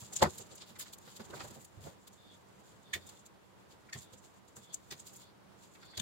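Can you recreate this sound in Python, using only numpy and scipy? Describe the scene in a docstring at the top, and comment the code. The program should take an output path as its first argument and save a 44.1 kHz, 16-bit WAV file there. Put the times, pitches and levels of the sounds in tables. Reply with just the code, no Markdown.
"""Stripping wires at a workbench

A hand tool is laid down on a bench; fingers sort thin coated wires, then the steel jaws strip four wire ends.
Wires tick and scrape (noise through resonances), tool and hands knock the bench top (clusters of modes), the
closed jaws drag on sleeves (fuzzy gliding lines) and tear them off (steel modes and a crack), over quiet room noise.
Everything runs faster than life: each contact is smeared into a short swell, differently in the two channels."""
import sys
import numpy as np
from scipy import signal
from scipy.fft import rfft, irfft, next_fast_len
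from scipy.io import wavfile
from scipy.ndimage import uniform_filter1d, map_coordinates

SR = 44100
rng = np.random.default_rng(int(sys.argv[2]) if len(sys.argv) > 2 else 0)


def pcm_store(signal):
    """Save signal as 16-bit PCM."""
    levels = np.round(np.clip(np.atleast_2d(signal), -1, 1) * 32767)
    wavfile.write(sys.argv[1], SR, levels.astype(np.int16).T)


def voltage_ratio(decibels):
    """Convert decibels (scalar or array-like) to amplitude ratios, 20 dB per decade."""
    exponent = np.asarray(decibels, float) / 20
    return 10 ** exponent


N = 265129

# noise of the handling: t/s, wire rustle level/dB before band trims, low background level/dB before its overall trim
HANDLING = [(0.0, -57, -62), (0.18, -71, -57.5), (0.4, -60.5, -57.5), (0.7, -86, -61), (1.14, -61.5, -60.5),
            (1.4, -69.5, -53.5), (1.68, -72.5, -63.5), (1.89, -82, -57), (2.01, -75, -63),
            (2.95, -76.5, -61), (3.11, -65, -60), (3.28, -82, -62.5), (4.0, -78.5, -61.5),
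            (4.5, -77.5, -63), (4.97, -67, -61.5), (5.22, -67.5, -61), (5.33, -99, -62.5), (5.6, -71, -61),
            (6.01, -74, -62)]

LEAD = SR // 20  # samples of a swell before its top
AROUND = (np.arange(3 * LEAD) - LEAD) / SR  # seconds from the top of a swell


def unit(x):
    """Scaled to rms 1."""
    return x / np.sqrt(np.mean(x ** 2) + 1e-20)


def wobble(rate):
    """A smooth random curve for each channel, rate knots a second."""
    knots = rng.standard_normal((2, int(N * rate / SR) + 4))
    position = np.arange(N) * rate / SR
    return np.array([map_coordinates(k, [position]) for k in knots])


def filtered(x, response):
    """x shaped in the spectrum by a complex response of frequency in Hz."""
    m = next_fast_len(N + SR // 2)
    return irfft(rfft(x, m) * response(np.fft.rfftfreq(m, 1 / SR)), m)[..., :N]


def resonant(x, modes):
    """x through parallel resonances of alternating sign, at unchanged power for white noise."""
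    def ring(f):
        total = 0
        for k, (centre, width, db) in enumerate(modes):
            resonance = 1j * f * width / (centre * centre - f * f + 1j * f * width)
            total = total + (-1) ** k * voltage_ratio(db) * resonance
        return total

    return filtered(x, lambda f: ring(f) / np.sqrt(np.mean(abs(ring(f)) ** 2)))


def grit(rough_db, rate):
    """Uneven noise of rms 1, unrelated between the channels."""
    return unit(rng.standard_normal((2, N)) * voltage_ratio(rough_db * wobble(rate)))


def swell(db, pan_db, rise, fall, lead=1.78, tail=1.22):
    """Stereo envelope of one contact: rise and fall in seconds, lead and tail bend the slopes."""
    shape = np.where(AROUND < 0, abs(AROUND / rise) ** lead, abs(AROUND / fall) ** tail)
    return voltage_ratio(db) * np.exp(-shape / 2) * voltage_ratio([[pan_db / 2], [-pan_db / 2]])


def laid(times, pieces):
    """Sum of the pieces, each with its top at its time."""
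    out = np.zeros((2, N + 4 * LEAD))
    for s, piece in zip(times, pieces):
        out[:, round(s * SR):][:, :3 * LEAD] += piece
    return out[:, LEAD:N + LEAD]


def struck(blows, modes, spread, detune, apart, apart_hz):
    """Each blow rings the modes near its centre; the channels differ more in phase towards the high modes."""
    hz, mode_db = np.repeat(np.transpose(modes), 6, axis=1)  # every mode is a cluster of close partials
    chance = rng.standard_normal((len(blows), 4, len(hz)))
    pieces = []
    for (_, db, centre_hz, pan, rise, fall), (size, phase, side, off) in zip(blows, chance):
        distance = np.log(hz / centre_hz) / spread
        weight = voltage_ratio(mode_db + 1.3 * size) * np.exp(-distance ** 2 / 2)
        near = weight > 0.03 * weight.max()
        shape = swell(db, pan, rise, fall, lead=1.97, tail=0.98)
        live = shape[0] > 1e-3 * shape[0].max()
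        partial_hz = (hz * (1 + detune * off))[near, None]
        angle = 2 * np.pi * partial_hz * AROUND[live] + 9 * phase[near, None]
        shift = (side * (apart + (hz / apart_hz) ** 2))[near, None]
        rings = np.zeros_like(shape)
        rings[:, live] = weight[near] @ np.sin(angle + shift), weight[near] @ np.sin(angle - shift)
        # the blow keeps its level however the partials beat
        loudness = np.linalg.norm(rings * shape, axis=1) / np.linalg.norm(shape, axis=1)
        pieces.append(rings * shape / loudness[:, None])
    return laid([row[0] for row in blows], pieces)


def workshop():
    """Diffuse background noise that swells and sinks with the handling, a little stronger right in the bass."""
    # colour of the room: f/Hz, relative density/dB per Hz
    room = [(15, -61), (25, -23.5), (97, -2.5), (161, -5.5), (195, 1.5), (236, -10), (309, -6),
            (818, -11.5), (911, -9), (1130, -12.5), (2050, -19.5), (2550, -22), (3520, -23), (4490, -26),
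            (16000, -37.5)]
    at, _, room_db = np.transpose(HANDLING)
    f, db = np.transpose(room)

    def colour(hz):
        lean_db = np.array([[-1.2], [1.2]]) / (1 + (hz / 1200) ** 2)
        return voltage_ratio(np.interp(np.log(hz + 1), np.log(f + 1), db) + lean_db)

    noise = unit(filtered(grit(0.82, 30), colour))
    return noise * voltage_ratio(np.interp(np.arange(N) / SR, at, room_db) + 1.5)


def bench():
    """Soft blows ring the board's modes as thud, knock and tap; low modes reach both channels nearly alike."""
    # the tool lands and rocks to rest: t/s, knock level/dB, knock centre f/Hz, thud/dB and tap/dB over the knock
    landing = [(.212, -45.5, 517, -6, 1), (.228, -17, 660, -12, -12.5), (.224, -40, 302, 2.5, -10),
               (.243, -30, 600, -7, -3), (.259, -36.5, 440, 0.5, 3.5), (.275, -38, 350, -5, -6)]
    # hands on the bench: t/s, knock level/dB, knock centre f/Hz, thud/dB and tap/dB over the knock
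    knocks = [(.029, -63.5, 434, 13, 4), (.128, -57, 550, -8, -2), (.403, -51.5, 405, -5, -9),
              (.525, -56.5, 400, -9, -9), (.707, -63.5, 560, 6.5, -7), (1.08, -59, 484, -4, 2),
              (1.204, -47.5, 514, -1, -4.5), (1.306, -51.5, 390, -7, -6), (1.34, -46, 447, -5, 0),
              (1.375, -51.5, 855, -19, -4), (1.409, -45, 1060, -11, -3.5), (1.432, -64, 400, 11, -8),
              (1.45, -50, 590, -12, -8), (1.513, -57, 420, 3, -15), (1.572, -54.5, 500, 1.5, -12),
              (1.782, -66, 326, 17, -15), (1.815, -72, 310, 13, -13), (1.855, -60, 410, 10, -8),
              (1.872, -46, 545, -10, -14), (2.953, -59.5, 280, 9.5, -8), (2.967, -50, 440, -7, -13),
              (3.963, -57, 350, 11, 1.5), (4.137, -59.5, 448, 1, -8), (4.573, -58, 450, -0.5, -1),
              (4.925, -53, 440, -0.5, -8), (5.984, -51, 390, 4.5, -6), (6.0, -63, 473, 15, -4)]
    # light, hard taps: t/s, level/dB, centre f/Hz
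    taps = [(.625, -58.5, 1270), (.764, -57, 1720), (.806, -51.5, 1790), (.865, -58, 1510),
            (3.895, -56, 1820), (5.758, -61.5, 2270), (5.833, -57, 1640), (5.941, -58, 1900)]
    # modes of the bench top: f/Hz, relative level/dB
    board = [(48, -6), (66, -8), (88, 5), (125, -1), (158, -0.5), (215, 4), (345, 1.5), (400, 1),
             (480, -0.5), (540, -1.5), (600, 0), (740, 3), (880, 2.5), (1040, 1), (1190, 0.5), (1355, 1.5),
             (1490, 1.5), (1730, 2), (1900, 0.5), (2100, 2), (2350, 1.5), (2650, -6), (3000, -21)]
    thud_ratio, tap_ratio = 0.32, 2.6  # centres of thud and tap over that of the knock
    thud_late_s = 0.00393  # the thud swells later
    rise_s, fall_s, longer_low = 0.0073, 0.008, 0.2  # of a light tap at 500 Hz; power by which low blows last longer
    tool_pan_db, hands_pan_db = 0.5, -3.5  # left over right

    def parts(rows):
        blows = []
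        for s, db, hz, thud_db, tap_db in rows:
            blows.append((s + thud_late_s, db + thud_db, thud_ratio * hz))
            blows.append((s, db, hz))
            blows.append((s, db + tap_db, tap_ratio * hz))
        return blows

    def shaped(rows, pan_db, duration):
        blows = []
        for s, db, hz in rows:
            stretch = duration * (500 / hz) ** longer_low
            blows.append((s, db, hz, pan_db, stretch * rise_s, stretch * fall_s))
        return blows

    tool = shaped(parts(landing), tool_pan_db, 0.64)  # a hard contact is quicker than a hand
    hands = shaped(parts(knocks), hands_pan_db, 0.94)
    light = shaped(taps, hands_pan_db, 1)
    return struck(tool + hands + light, board, spread=0.36, detune=0.0713, apart=0.49, apart_hz=1296)


def wires():
    """Scrapes and chance ticks over a grainy rustle excite the bright wires; each rustle band flickers by itself."""
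    # clear brushes and flicks: t/s, top band level/dB, body/dB and air/dB over the top band, length/s
    clear = [(.009, -51.5, -6.5, -3, .005), (0.051, -55, -4, -10, 0.016), (.136, -42, -10.5, -13, .006),
             (0.167, -33.5, -10.5, -19, 0.0055), (0.196, -48.5, -1.5, -23, 0.0095),
             (0.227, -31, 2, -12, 0.0045), (0.233, -39, -12, -1, 0.0044), (0.249, -50, 4.5, -10, .015),
             (0.305, -51.5, -8, -14, 0.011), (.343, -57.5, -5, -4, .015), (.386, -45, -7.5, -6, 0.0047),
             (0.415, -51.5, -6.5, -33, 0.0088), (0.523, -57, -3, -21, 0.012), (0.558, -51, -14, -8, 0.0043),
             (0.584, -55.5, -3.5, -19, 0.0092), (0.622, -55, 5.5, -25, 0.0092),
             (0.694, -63.5, 4, -0.5, 0.019), (.763, -62, 1, -10, 0.0076), (.799, -47, -4, 3.5, 0.005),
             (0.811, -46, -2.5, -2, 0.0082), (0.826, -50, 0, -2, 0.0057), (0.874, -59, 1, -10, 0.018),
             (0.936, -50, -3, 0.5, 0.0048), (0.986, -55.5, -12, -1, 0.0027), (1.09, -66, 5, -1, .03),
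             (1.169, -49.5, -2.5, -5.5, 0.0047), (1.208, -60.5, 5.5, -5, 0.0086),
             (1.308, -58, 3, -4, 0.003), (1.362, -55, 0.5, -6, .014), (1.411, -54.5, 3, -11, .013),
             (1.446, -52.5, -5, -7, .009), (1.482, -55, -5, -7, .007), (1.512, -57, -5, -7, 0.0063),
             (1.553, -58.5, -4, -5, 0.014), (1.618, -59.5, -8, -3, 0.013), (1.65, -52, -10, -3, 0.0034),
             (1.856, -59.5, -1.5, -4.5, 0.03), (2.078, -54.5, -2.5, -2.5, 0.0038),
             (2.137, -63, -6, -11, 0.0099), (2.343, -63.5, -6, -19, 0.006), (2.685, -67.5, -4, -9, 0.038),
             (3.072, -52, -21, -9, 0.0049), (3.095, -51, -4, -9.5, 0.0038),
             (3.199, -60.5, -11, -27, 0.0066), (3.264, -54, -8.5, -9, 0.005), (3.722, -63.5, -1, -7, 0.011),
             (3.898, -68.5, 6, -8, 0.0042), (3.987, -51, -10, -16, 0.011), (4.026, -56, -4.5, -4, 0.012),
             (4.137, -57, -3, -7, 0.0068), (4.184, -59.5, -16, -20, 0.0074), (4.252, -62.5, -6, -9, 0.016),
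             (4.485, -62.5, -8, -11, 0.0059), (4.568, -50.5, -11, -9, .005), (4.585, -60, -8, -8, .012),
             (4.639, -61.5, -5, -10, 0.015), (4.734, -50, -13, -15, 0.0043), (4.745, -35, -26, -25, 0.0029),
             (4.759, -62, -10, -17, .01), (5.001, -49, -10.5, -18, .005), (5.074, -51, -5, -5, .007),
             (5.138, -57.5, -25, -4, 0.005), (5.167, -53, -25, -6, .007), (5.221, -63, -1, -5, 0.017),
             (5.641, -62, -4.5, -10, 0.016), (5.725, -67, -10, -14, 0.0099), (5.756, -71, 10, -10, 0.003),
             (5.832, -69, 10, -12, 0.0046)]
    # resonances of the three bands: f/Hz, width/Hz, relative level/dB
    wire_top = [(6700, 1090, -0.5), (7390, 603, 4.5), (8330, 1430, -8)]
    wire_body = [(2500, 2100, -6.5), (3500, 1170, 3), (4840, 1230, -0.5)]
    wire_air = [(9700, 6400, 0.0018), (15300, 7500, 0)]
    rise_ratio = 1.08  # rise over length
    tick_count, tick_db, tick_spread_db, tick_s = 40, 1.5, 3, 0.0055  # count, dB over the rustle, scatter, length

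    at, busy_db, _ = np.transpose(HANDLING)
    rustle_db = np.interp(np.arange(N) / SR, at, busy_db) + 3.55 * wobble(55)[0]
    when = rng.uniform(0, N / SR, tick_count)
    luck = rng.standard_normal((tick_count, 3))
    ticks = []
    for s, (a, b, c) in zip(when, luck):
        level_db = np.interp(s, at, busy_db) + tick_db + tick_spread_db * a
        ticks.append((s, level_db, -5 + 3 * b, -8 + 3 * c, tick_s))
    s, db, body_db, air_db, length = np.transpose(clear + ticks)
    pan_db = rng.normal(0, 0.92, len(s))

    out = 0
    for modes, band_db, under_db in (wire_top, 0, -1.5), (wire_body, body_db, -7), (wire_air, air_db, -8):
        contacts = zip(db + band_db, pan_db, rise_ratio * length, length)
        scrape_power = laid(s, [swell(*row) ** 2 for row in contacts])
        rustle = voltage_ratio(rustle_db + under_db + 1.0 * wobble(36)[0])
        envelope = np.sqrt(scrape_power + rustle ** 2)
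        out = out + resonant(envelope * grit(2.87, 600), modes)
    return out


def squeak(hz, width_hz):
    """A fuzzy line of rms 1 that follows a pitch curve: slow noise on a sine and a cosine."""
    fuzz = filtered(rng.standard_normal((2, 2, N)), lambda f: 1 / (1 + (f / width_hz) ** 2))
    angle = 2 * np.pi * np.cumsum(hz) / SR
    return unit(fuzz[0] * np.cos(angle) + fuzz[1] * np.sin(angle))


def drag():
    """The closed jaws slide on a sleeve: two fuzzy lines that swell, sag in pitch and stick unevenly."""
    # strokes: loudest t/s, build-up/s, release/s, lower line level/dB, lower line f/Hz, upper line/dB over the lower
    strokes = [(2.325, 0.15, 0.04, -61.5, 3480, -10), (2.925, 0.088, .012, -65.5, 3500, -5),
               (3.03, 0.055, .17, -67, 3605, -6), (4.03, 0.067, .14, -67.5, 3596, -12),
               (4.731, .12, 0.013, -62.5, 3400, -8), (5.24, .07, .08, -67, 3520, -1),
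               (5.965, 0.16, .012, -61, 3470, -0.5)]
    edge_db, sag_hz_per_s, stick_db = -9, 800, 2.5  # ends under the top, lower line's pitch sag, unevenness
    t = np.arange(N) / SR
    level, hz = 0, strokes[0][-2]
    for top, build, release, db, top_hz, upper_db in strokes:
        since = t - top
        stroke = (since > -build) * (since < release)
        edge = np.where(since < 0, -since / build, since / release)
        level = level + stroke * voltage_ratio(db + edge_db * edge + [[0], [upper_db]])
        hz = np.where(stroke, top_hz - sag_hz_per_s * since, hz)
    low, high = uniform_filter1d(level, size=600) * voltage_ratio(stick_db * wobble(40))
    return low * squeak(hz, width_hz=170) + high * squeak(1.27 * hz, width_hz=390)


def jaws():
    """Each sleeve tear or clack shakes the steel in a low, a middle and a high ring and cracks in the treble."""
    # tears and clacks: t/s, middle ring level/dB, middle ring f/Hz, low ring/dB over it, left over right/dB, length/s
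    snaps = [(2.938, -36, 3700, 2.5, -3.5, 0.0051), (2.954, -51.5, 3460, 2, 3, .009),
             (3.933, -45.5, 4580, 4, 4, .005), (3.95, -58, 3200, 2, 0, .012),
             (4.912, -46, 4500, -6.5, 0.5, 0.0069), (4.924, -50.5, 4270, -5, -2, .006),
             (5.978, -38, 4240, -16.5, -1, 0.0022), (5.99, -54, 3460, -20, 2, 0.0028),
             (6, -39, 3350, -22, 12, 0.0021)]
    # modes of the steel jaws: f/Hz, relative level/dB
    steel_modes = [(1400, -6), (1670, -3.5), (1880, 1), (2150, -5), (2450, -2), (2800, -17), (3150, -1.5),
                   (3500, 3), (3800, -3.5), (4300, -6), (4800, -4), (5500, -0.5), (6250, 3), (6600, 5),
                   (7000, 7), (7500, 5.5), (8300, 14)]
    # resonances of the crack: f/Hz, width/Hz, relative level/dB
    crackle = [(1200, 800, 3.5), (2900, 2600, 6), (5300, 2130, 4), (8900, 930, -1.2), (14500, 2900, -2.5)]
    low_hz, high_hz, high_db = 2040, 6630, -2.5  # ring centres; high ring over the middle one
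    lean_db = 3.5  # the high ring leans left, the low one right
    rise_s, low_longer, crack_longer = 0.0034, 1.1, 1.56  # ring rise; falls of low ring and crack over the length
    crack_db = -3  # over the middle ring

    rings, cracks = [], []
    for s, db, hz, low_db, pan, length in snaps:
        rings.append((s, db + low_db, low_hz, pan - lean_db, rise_s, low_longer * length))
        rings.append((s, db, hz, pan, rise_s, length))
        rings.append((s, db + high_db, high_hz, pan + lean_db, rise_s, length))
        cracks.append(swell(db + crack_db, pan, 0.0018, crack_longer * length, lead=1.2))
    steel = struck(rings, steel_modes, spread=0.15, detune=0.036, apart=0.95, apart_hz=3040)
    crack_envelope = laid([row[0] for row in snaps], cracks)
    return steel + resonant(crack_envelope * grit(1.3, 250), crackle)


def scene():
    """All sources summed in stereo."""
    return workshop() + bench() + wires() + drag() + jaws()


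def top_cut(x):
    """Nothing passes above the cut-off."""
    return signal.sosfilt(signal.butter(12, 16480, fs=SR, output="sos"), x)


def record(dry):
    """The finished mix, steeply cut above 15850 Hz."""
    mix = filtered(dry, lambda hz: hz < 15850)
    return top_cut(mix)


dry = scene()
out = record(dry)
pcm_store(out)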